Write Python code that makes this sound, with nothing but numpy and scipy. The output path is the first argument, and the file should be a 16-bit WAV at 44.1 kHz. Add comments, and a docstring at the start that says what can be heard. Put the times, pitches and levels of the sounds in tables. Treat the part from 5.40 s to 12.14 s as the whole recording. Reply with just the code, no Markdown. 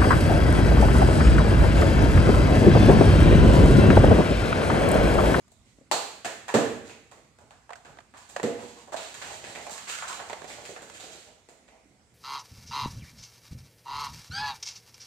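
"""Kitchen with a laminate floor: a thrown ball of crumpled foil bounces and knocks a cabinet panel.
A kitten trots after it and bats it about, so that it skitters; the bare room rings long and bright.
Contacts are filtered blows with snapping facets, the skitter is random taps and a sliding scrape,
the panel is a bank of twin modes; all go through noise-tap room paths over a filtered-noise hush."""
import sys
import numpy as np
from scipy import signal
from scipy.fft import rfft, irfft
from scipy.io import wavfile
from scipy.ndimage import uniform_filter1d

SR = 44100
rng = np.random.default_rng(int(sys.argv[2]) if len(sys.argv) > 2 else 0)


def put_to_file(sound):
    """Save the sound as 16-bit audio at rate SR, in the file named by the first command-line argument."""
    columns = np.atleast_2d(sound).T  # one column per channel
    safe = np.clip(columns, -1, 1)
    whole_steps = np.round(safe * 32767)
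    wavfile.write(sys.argv[1], SR, whole_steps.astype(np.int16))


N = 297234

# bands of a contact: thud, knock, tick, crackle; (low edge [Hz], high edge [Hz])
BAND_HZ = [(90, 550), (550, 1300), (1300, 3500), (3500, 16000)]
# spectrum of the foil ball on the floor: (frequency [Hz], density [dB per Hz])
FOIL_SPECTRUM = [(47, -59), (80, -22), (166, -8.5), (289, -5.5), (331, -6), (431, -3), (643, -1.5),
                 (896, -4), (1990, -6.5), (4330, -10.5), (5400, -16.5), (7530, -10.5), (10300, -27.5),
                 (14000, -32.5), (16000, -41)]


def gain_of(db):
    """Decibels to gain."""
    return 10 ** (np.asarray(db) / 20)


def evened(x):
    """Scales to rms 1."""
    return x / np.sqrt(np.mean(x ** 2) + 1e-20)


def read(points, hz):
    """Value of a spectrum table at hz, interpolated over log frequency."""
    f, value = np.transpose(points)
    return np.interp(np.log(hz + 1), np.log(f + 1), value)


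def over_time(points, s):
    """Value of a time table at s, linearly interpolated."""
    return np.interp(s, *np.transpose(points))


def add(mix, s, sound):
    """Mixes a sound in at time s."""
    part = mix[..., round(s * SR):][..., :sound.shape[-1]]
    part += sound[..., :part.shape[-1]]


def band(x, lo_hz, hi_hz):
    """Causal band-pass."""
    return signal.sosfilt(signal.butter(2, [lo_hz, hi_hz], "band", fs=SR, output="sos"), x)


def bump(hz, ring_hz, width):
    """Bell of height 1 around a ring; width is the half-width as a share of its pitch."""
    return 1 / (1 + ((hz - ring_hz) / (width * ring_hz)) ** 2)


def causal(db):
    """Minimum-phase response with the gain db over the full circle of 4096 bins, cut at 1500 samples."""
    log_gain = np.log(gain_of(np.maximum(db, -140)))
    spectrum = np.exp(np.conj(signal.hilbert(log_gain)))
    return np.fft.ifft(spectrum).real[:1500]


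def resonate(x, hz, width_hz):
    """Moving resonance: shifts the curve hz down to zero, smooths twice, shifts back."""
    turn = np.exp(2j * np.pi * np.cumsum(hz) / SR)
    r = np.exp(-np.pi * width_hz / SR)
    smooth = signal.lfilter([(1 - r) ** 2], [1, -2 * r, r * r], x / turn)
    return 2 * (turn * smooth).real


def ports(pair):
    """Makes two unrelated signals alike in the bass, as at two close microphone ports."""
    # (frequency [Hz], left-right likeness [0-1])
    likeness = [(60, 0.82), (150, 0.72), (380, 1), (950, 0.22), (2380, 0.17), (5980, 0.022), (15000, 0.16)]
    a, b = rfft(pair)
    same = read(likeness, np.fft.rfftfreq(pair.shape[1], 1 / SR))
    return irfft(np.array([a, same * a + np.sqrt(1 - same ** 2) * b]), pair.shape[1])


def noise_band(lo_hz, hi_hz):
    """Stereo noise of rms 1, band-passed twice."""
    noise = ports(rng.standard_normal((2, N)))
    return evened(band(band(noise, lo_hz, hi_hz), lo_hz, hi_hz))


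def air():
    """Still room: hush with drifting spectral patches, swelling bass noise, a drone as of kitchen machines."""
    # hush spectrum before levelling: (frequency [Hz], density [dB per Hz])
    hush_spectrum = [(15, -49), (25, -1), (55, -14.5), (82, -17.5), (236, -1), (270, -10), (354, -13),
                     (1190, -18), (1370, -18.5), (1790, -23), (2050, -14.5), (2690, -23.5), (6050, -25),
                     (7710, -21.5), (16000, -50)]
    # bass in the room: (time [s], level [dB])
    low_swell = [(0.0, -65.5), (0.47, -68.5), (1.1, -66.5), (1.3, -57), (1.78, -69), (2.4, -67.5),
                 (3.19, -70), (3.6, -69), (3.88, -58), (4.5, -73), (4.92, -63.5), (5.7, -68.5), (6.4, -78),
                 (6.74, -65)]
    hush_db, patch_db, drone_db = -64.5, 2.2, -73
    frames, hz = N // 256 + 5, np.fft.rfftfreq(1024, 1 / SR)
    re, im = rng.standard_normal((2, 2, 513, frames))
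    patches = uniform_filter1d(rng.standard_normal((513, frames)), 12, 0)
    patches = evened(uniform_filter1d(patches, 14, 1))
    bins = (re + 1j * im) * gain_of(read(hush_spectrum, hz)[:, None] + patch_db * patches)
    hush = signal.istft(bins, nperseg=1024, noverlap=768)[1]
    out = gain_of(hush_db) * evened(ports(hush[:, :N]))
    out += gain_of(over_time(low_swell, np.arange(N) / SR)) * noise_band(64.0, 147.0)
    return out + gain_of(drone_db) * noise_band(44.5, 68.0)


def room_tail():
    """Sparse taps of random sign, each band dying at its own speed, plus a few strong reflections."""
    # (frequency [Hz], t60 [s])
    room_t60 = [(120, 0.67), (320, 0.67), (840, 0.55), (2210, 0.77), (5820, 0.64)]
    # first reflections: (delay [ms], level over the tail [dB])
    walls = [(8.0, -11), (12.5, -19), (17.0, -16), (22.0, -20), (30.0, -18)]
    sparse = np.zeros((2, SR))
    at = np.arange(80, SR - 20, 20) + rng.integers(0, 20, (2, (SR - 81) // 20))
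    np.put_along_axis(sparse, at, rng.choice([-1., 1.], at.shape), 1)
    hz, t, z = signal.stft(ports(sparse), SR, nperseg=512)
    fall = gain_of(-60 * t / read(room_t60, hz)[:, None])
    tail = signal.istft(z * fall, SR, nperseg=512)[1][:, :SR]
    tail = tail * (1 - np.exp(-np.arange(SR) / SR / 0.00043))  # echoes thicken in the first moments
    tail = tail / np.linalg.norm(tail[0])
    for ms, db in walls:
        # cupboards and tiles scatter each echo
        smear = rng.standard_normal((2, 40)) * np.exp(-np.arange(40) / 54.0)
        smear = smear / np.linalg.norm(smear, axis=1, keepdims=True)
        add(tail, ms / 1000, gain_of(db) * ports(smear))
    return tail


def thumps():
    """Soft low bumps, perhaps paws landing: each is a low ring that swells in and sags in pitch."""
    # (time [s], level [dB], settled pitch [Hz])
    bumps = [(0.11, -50, 86.1), (1.727, -101.5, 217), (2.01, -49, 91), (2.501, -42, 128),
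             (2.734, -47.5, 268), (3.859, -47, 235), (3.921, -48, 96.9), (4.318, -41, 185),
             (4.937, -59, 295), (6.327, -49.5, 219), (6.455, -46, 279)]
    t60_s = 0.042
    t, out = np.arange(SR // 4) / SR, np.zeros(N)
    for s, db, hz in bumps:
        ring = np.sin(2 * np.pi * hz * t * (1 + 0.23 * np.exp(-t / 0.0096)))
        add(out, s, gain_of(db - 60 * t / t60_s) * ring * (1 - np.exp(-t / 0.0025)))
    return out


def panel():
    """The hollow panel booms on its modes when struck; each mode has a close twin that beats with it."""
    # hollow cabinet panel: (frequency [Hz], level relative to the blow [dB], t60 [s])
    modes = [(116.4, -12, 0.4), (235, 4, 0.14), (286, 2.5, 0.11), (333, 1, 0.11), (379.3, -5, 0.2),
             (466, 1.5, 0.27), (543, -7, 0.21), (674, -15, 0.47), (816, -34.5, 1), (875, -31.5, 0.59)]
    # (time [s], level [dB], treble lean [dB per mode])
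    blows = [(1.142, -22.5, 0.33), (3.032, -31, 1.02)]
    t, out = np.arange(SR) / SR, np.zeros(N)
    for s, blow_db, lean_db in blows:
        detunes = rng.uniform(0.0236, 0.043, len(modes)) * rng.choice([-1., 1.], len(modes))
        boom = np.zeros(SR)
        for k, (hz, db, t60_s) in enumerate(modes):
            twin = 1.44 * np.sin(2 * np.pi * hz * (1 + detunes[k]) * t)
            boom += gain_of(db + lean_db * k - 60 * t / t60_s) * (np.sin(2 * np.pi * hz * t) + twin)
        add(out, s, gain_of(blow_db) * boom * (1 - np.exp(-t / 0.0094)))
    return out


def rolling():
    """Gains of crackle and scrape: each push starts the ball, which loses speed, touches unevenly, stops."""
    # (start [s], length [s], crackle before mixing [dB], scrape before mixing [dB])
    pushes = [(0.09, 0.028, -67, -86), (0.245, 0.063, -64.5, -75), (1.44, 0.05, -47.5, -51),
              (2.745, 0.59, -54.5, -54.5), (3.166, .18, -49.5, -57), (3.335, 0.089, -55.5, -51.5),
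              (3.553, 0.4, -41.5, -50.5), (3.801, 0.23, -47.5, -44.5), (4.05, 0.29, -45.5, -44.5),
              (4.299, 0.21, -46, -57), (4.467, 0.25, -41, -43), (4.667, 0.094, -37.5, -47),
              (4.847, 0.19, -46.5, -47.5), (5.068, 0.19, -46.5, -46.5), (5.263, 0.11, -49.5, -48.5),
              (5.43, 0.14, -52.5, -50.5), (5.506, 0.11, -51, -58.5), (5.595, 0.11, -47, -46),
              (5.71, 0.16, -50.5, -51.5), (6.082, 0.23, -78, -61), (6.283, 0.36, -76, -66)]
    # loss of level: (crackle [dB/s], scrape [dB/s])
    slowing = (35.5, 23.5)
    push_s, stop_s = 0.013, 0.046
    clump_s, clump_db = 0.023, 2.5
    gains = np.zeros((2, N))
    for start, length, *levels_db in pushes:
        t = np.arange(0, length + stop_s, 1 / SR)
        moving = np.clip(np.minimum(t / push_s, (length + stop_s - t) / stop_s), 0, 1)
        add(gains, start, moving * gain_of(np.c_[levels_db] - np.outer(slowing, t)))
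    size = round(clump_s * SR)
    clumps = uniform_filter1d(rng.standard_normal((2, N)), size)
    clumps = evened(uniform_filter1d(clumps, size))
    return gains * gain_of(clump_db * clumps)


def taps(per_s, spread_db):
    """Facets tapping the floor at random; a few taps are large."""
    size = gain_of(spread_db * np.minimum(rng.exponential(1, N), 3.5)) * rng.choice([-1., 1.], N)
    return evened(size * (rng.random(N) < per_s / SR))


def foil_colours():
    """Response of the ball on the floor, cut in four bands of energy 1."""
    response = causal(read(FOIL_SPECTRUM, abs(np.fft.fftfreq(4096, 1 / SR))))
    parts = np.array([band(response, *edges) for edges in BAND_HZ])
    return parts / np.linalg.norm(parts, axis=1, keepdims=True)


def skitter():
    """Facet after facet of the rolling ball taps the floor; the scrape has a pitch that slides."""
    # (time [s], pitch [Hz])
    scrape_pitch = [(0, 750), (2.7, 1065), (3.1, 640), (3.37, 900), (3.57, 710), (3.71, 990), (4.0, 684),
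                    (4.3, 750), (4.4, 1200), (4.47, 1280), (4.56, 1570), (4.639, 1150), (4.72, 1000),
                    (4.8, 670), (5.1, 706), (5.3, 483), (5.6, 540), (5.85, 615), (6.74, 700)]
    grains_per_s, knocks_per_s = 1200, 220  # fine facets, larger bumps of the ball
    tick_over_crackle_db, rumble_over_scrape_db = -5, -13
    thud_colour, _, tick_colour, crackle_colour = foil_colours()
    crackle, scrape = rolling()
    hz = over_time(scrape_pitch, np.arange(N) / SR)
    out = scrape * evened(resonate(taps(knocks_per_s, 6.5), hz, 495.0))
    layers = [(crackle, crackle_colour),
              (crackle * gain_of(tick_over_crackle_db), tick_colour),
              (scrape * gain_of(rumble_over_scrape_db), thud_colour)]
    for gain, colour in layers:
        out += signal.oaconvolve(taps(grains_per_s, 4.9) * gain, colour)[:N]
    return out


def hits(table, kind):
    """Each contact is one blow and a scatter of snapping facets; returns near pair and three room feeds."""
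    # where the contacts fall: (time [s], left-right before the kind's own [dB])
    place = [(0, 18), (1.2, 0), (2.0, -2.5), (3.0, 3), (3.4, 3.5), (4.5, -1.5), (6.74, 3.5)]
    shell_hz, shell_width = 2620, 0.11  # a ring of the ball that every contact shares
    blow_db, scatter, contact_ms, floor_db, pan_db = kind
    t, hz = np.arange(1000) / SR, abs(np.fft.fftfreq(4096, 1 / SR))
    foil_db = read(FOIL_SPECTRUM, hz)
    foil_power = gain_of(2 * foil_db)
    band_db = [10 * np.log10(np.mean(foil_power * (hz > lo) * (hz < hi))) for lo, hi in BAND_HZ]
    middles_hz = [np.sqrt(lo * hi) for lo, hi in BAND_HZ]
    near, feeds = np.zeros((2, N)), np.zeros((3, N))
    for k, (s, peak_db, thud_db, tick_db, crackle_db, floor_hz, foil_hz, room_db) in enumerate(table):
        snaps = ports(rng.standard_normal((2, len(t))))
        burst = scatter * snaps * np.exp(-1000 * t / contact_ms)
        burst[:, 0] = 1  # the first blow
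        burst = burst / np.linalg.norm(burst, axis=1, keepdims=True)
        shares_db = [thud_db, 0, tick_db, crackle_db]
        tilt_db = read(np.transpose([middles_hz, np.subtract(shares_db, band_db)]), hz)
        rings_db = floor_db * bump(hz, floor_hz, 0.066) + 7.43 * bump(hz, foil_hz, 0.11)
        rings_db += 3.46 * bump(hz, shell_hz, shell_width)
        blow = causal(foil_db + tilt_db + rings_db) * gain_of(peak_db + blow_db)
        side_db = np.c_[[.5, -.5]] * (pan_db + over_time(place, s))
        add(near, s, signal.fftconvolve(burst, blow[None], axes=1) * gain_of(side_db))
        add(feeds[k % 3], s, blow * gain_of(room_db))
    return near, feeds


def scene():
    """Near sound plus three paths through the room, over the hush."""
    # both contact tables: (time [s], knock peak before the kind's blow level [dB], thud over knock [dB],
    # tick over knock [dB], crackle over knock [dB], floor ring [Hz], foil ring [Hz], room over near [dB])
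    # bounces of the ball and footfalls far across the floor
    bounces = [(0.514, -14, -14, -10, -3, 846, 4360, 9.44), (0.847, -29, -6.5, -3, 0, 690, 1740, 12.2),
               (1.082, -27.5, -23.5, -7, -3.5, 996, 1750, 8.6),
               (1.141, -13.5, 1.5, -10.5, -8, 570, 1740, 11.2), (1.496, -42, 1, -1, -7, 584, 2540, 8.5),
               (1.714, -43, -9, -10.5, -3.5, 1080, 1960, 10), (1.773, -50, -1, -10, -8, 581, 1900, 9.3),
               (1.987, -42, -13, -14.5, -8, 830, 1480, 4.6), (2.011, -53.5, 2, -15, -5, 593, 1450, 10.5),
               (2.108, -38, -24, -9.5, -9, 750, 1630, 3.7), (2.449, -43, -5.5, -6.5, -8, 1220, 1580, 11.9),
               (2.488, -47.5, -9, -15, -5, 807, 1480, 9.5), (2.739, -39.5, -26, -9.5, -16, 1120, 1730, 9.3),
               (2.772, -52.5, -19, 0, 8, 969, 1630, 11), (2.891, -53, -10, -6, 10, 700, 1710, 14.8),
               (3.031, -24.5, 7, -5.5, -2.5, 575, 1920, 6.8),
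               (3.189, -36.5, -19, -17, -26, 566, 2080, 14.4), (3.475, -40, -13, -23, -12, 576, 1690, 10),
               (3.521, -33, -15, -13, -10.5, 640, 1750, 14.8), (3.564, -31, -11, -5, -3, 651, 3840, 11.2),
               (3.742, -42.5, -5, 1.5, 9.5, 1140, 1780, 8.6), (3.816, -40, -13, 4.5, -0.5, 730, 1610, 13.2),
               (4.041, -42, 5.5, 5, 3, 546, 1790, 10), (4.151, -42, -1, 4, 1, 710, 2100, 12.6),
               (4.307, -43.5, -17, -7, 10, 900, 1680, 14), (4.472, -42.5, -14, 1.5, 3, 1280, 2170, 13),
               (4.491, -45.5, -12, 3, 12, 1270, 2790, 17), (4.624, -24.5, -39, -4.5, -27, 1080, 1460, 5.2),
               (4.681, -36, -28, -7, 4, 1200, 1470, 12.3), (4.793, -30.5, -15.5, -9, -15, 686, 1590, 10),
               (5.102, -43.5, 3, 4, -2, 867, 2150, 9), (5.253, -39.5, -6, 1, 6.5, 735, 1970, 6.8),
               (5.421, -40, -3, -9, 3, 540, 1530, 7.8), (5.599, -44, -16, -1.5, 5, 740, 3700, 10.8),
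               (6.088, -45, 1, -8.5, 1.5, 670, 2010, 7.1), (6.28, -57, -12, 2, -0.5, 655, 2100, 11.3)]
    # short dry clicks with little echo
    dry_clicks = [(0.08, -57.5, -21, -13, 2, 746, 1670, -11), (0.118, -60.5, 3, -19, 10.5, 663, 3890, 2),
                  (0.385, -61, 19.5, -13, -12, 567, 2110, -8), (0.411, -58.5, 22, -16, -17, 543, 2280, -8),
                  (0.856, -26.5, -7, -12, -8.5, 730, 1910, -7), (1.093, -31.5, -8.5, 0, -28, 955, 1730, -1),
                  (2.293, -36.5, -32, -14, -23, 1000, 1760, -18),
                  (2.305, -31.5, -19, -14, -19, 703, 1860, -10),
                  (2.323, -36, -27.5, -16, -20, 715, 1530, -20), (2.356, -42, -25, -10, -5, 750, 1560, 0.5),
                  (2.572, -47, -5, -13, -12, 945, 1640, -7), (2.587, -39, -34, -8, -14.5, 694, 1690, -18),
                  (2.604, -48.5, -22, -5, -9, 1230, 1680, -17),
                  (2.963, -23.5, -18, -10, -10.5, 580, 1760, -3), (2.998, -30, -5, -6, -14, 890, 1920, -27),
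                  (3.533, -30, -27, -20, -6.5, 770, 1720, -12),
                  (3.542, -23.5, -14, -23, -15, 647, 1650, -3.5),
                  (4.267, -33.5, -15, -18, -6, 680, 2230, 1.5), (4.296, -32, -19, -14, -8, 650, 1650, -13),
                  (4.379, -45, -21, 4, 8, 1100, 1770, 2.5), (4.551, -53, -25, 17, 15, 1280, 1550, -4),
                  (4.586, -39, -46, 1, -3, 1270, 1420, -18), (4.728, -39, -37, 2.5, 2, 1060, 2200, -13),
                  (4.898, -33, -8, -6, -9, 920, 2050, 3.5), (4.93, -33, -13, -2.5, -6, 620, 1980, -10),
                  (5.019, -37.5, -5, -8, -13, 700, 1590, -6),
                  (5.043, -38.5, -1.5, -6, -6.5, 765, 2040, 0.5), (5.362, -38, -18, 1, -27, 770, 1650, 0.5),
                  (5.499, -41.5, -10, -5, -4, 576, 1400, -3), (2.332, -34.5, -22, -4, -14, 720, 2000, -14)]
    # shared by all contacts of a kind: (whole blow over its peak [dB], snaps against the first blow [ratio],
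    # contact [ms], floor ring [dB], left-right before place is added [dB])
    bounce_kind = (11.5, 0.6, 1.8, 5.1, 1)
    click_kind = (17.5, 2.5, 5, 9, -3.5)
    near, feeds = hits(bounces, bounce_kind)
    clicks, click_feeds = hits(dry_clicks, click_kind)
    boom, roll = panel() + thumps(), skitter()
    # the roll cycles through the three paths every 0.9 s
    turn = 2 * np.pi * np.arange(N) / SR / .9 + 2 * np.pi / 3 * np.arange(3)[:, None]
    roll_feeds = gain_of(-3.5) * roll * np.cos(turn) * np.sqrt(2 / 3)
    feeds = feeds + click_feeds + roll_feeds + gain_of(-6.5) * boom
    wet = sum(signal.fftconvolve(feed[None], room_tail(), axes=1)[:, :N] for feed in feeds)
    roll_pair = np.array([roll, np.roll(roll, 9)])  # the far port hears it 9 samples later
    return near + clicks + gain_of(-9.5) * roll_pair + boom + wet + air()


def record(dry):
    """The microphone drops the deep bass and its two ports favour different bands; then the band limit."""
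    # (frequency [Hz], left-right difference [dB])
    port_lean = [(60, -6), (130, -0.5), (290, -5.5), (640, -3.5), (1410, -2), (3100, -2.5), (6820, -10),
                 (15000, 6.5)]
    edge_hz = 15900
    half_db = read(port_lean, np.fft.rfftfreq(N, 1 / SR)) / 2
    leaned = irfft(rfft(dry) * gain_of([half_db, -half_db]), N)
    thin = signal.sosfilt(signal.butter(4, 46., "high", fs=SR, output="sos"), leaned)
    limit = signal.firwin(511, edge_hz, window=("kaiser", 9), fs=SR)
    return signal.oaconvolve(thin, limit[None], "same")


dry = scene()
out = record(dry)
put_to_file(out)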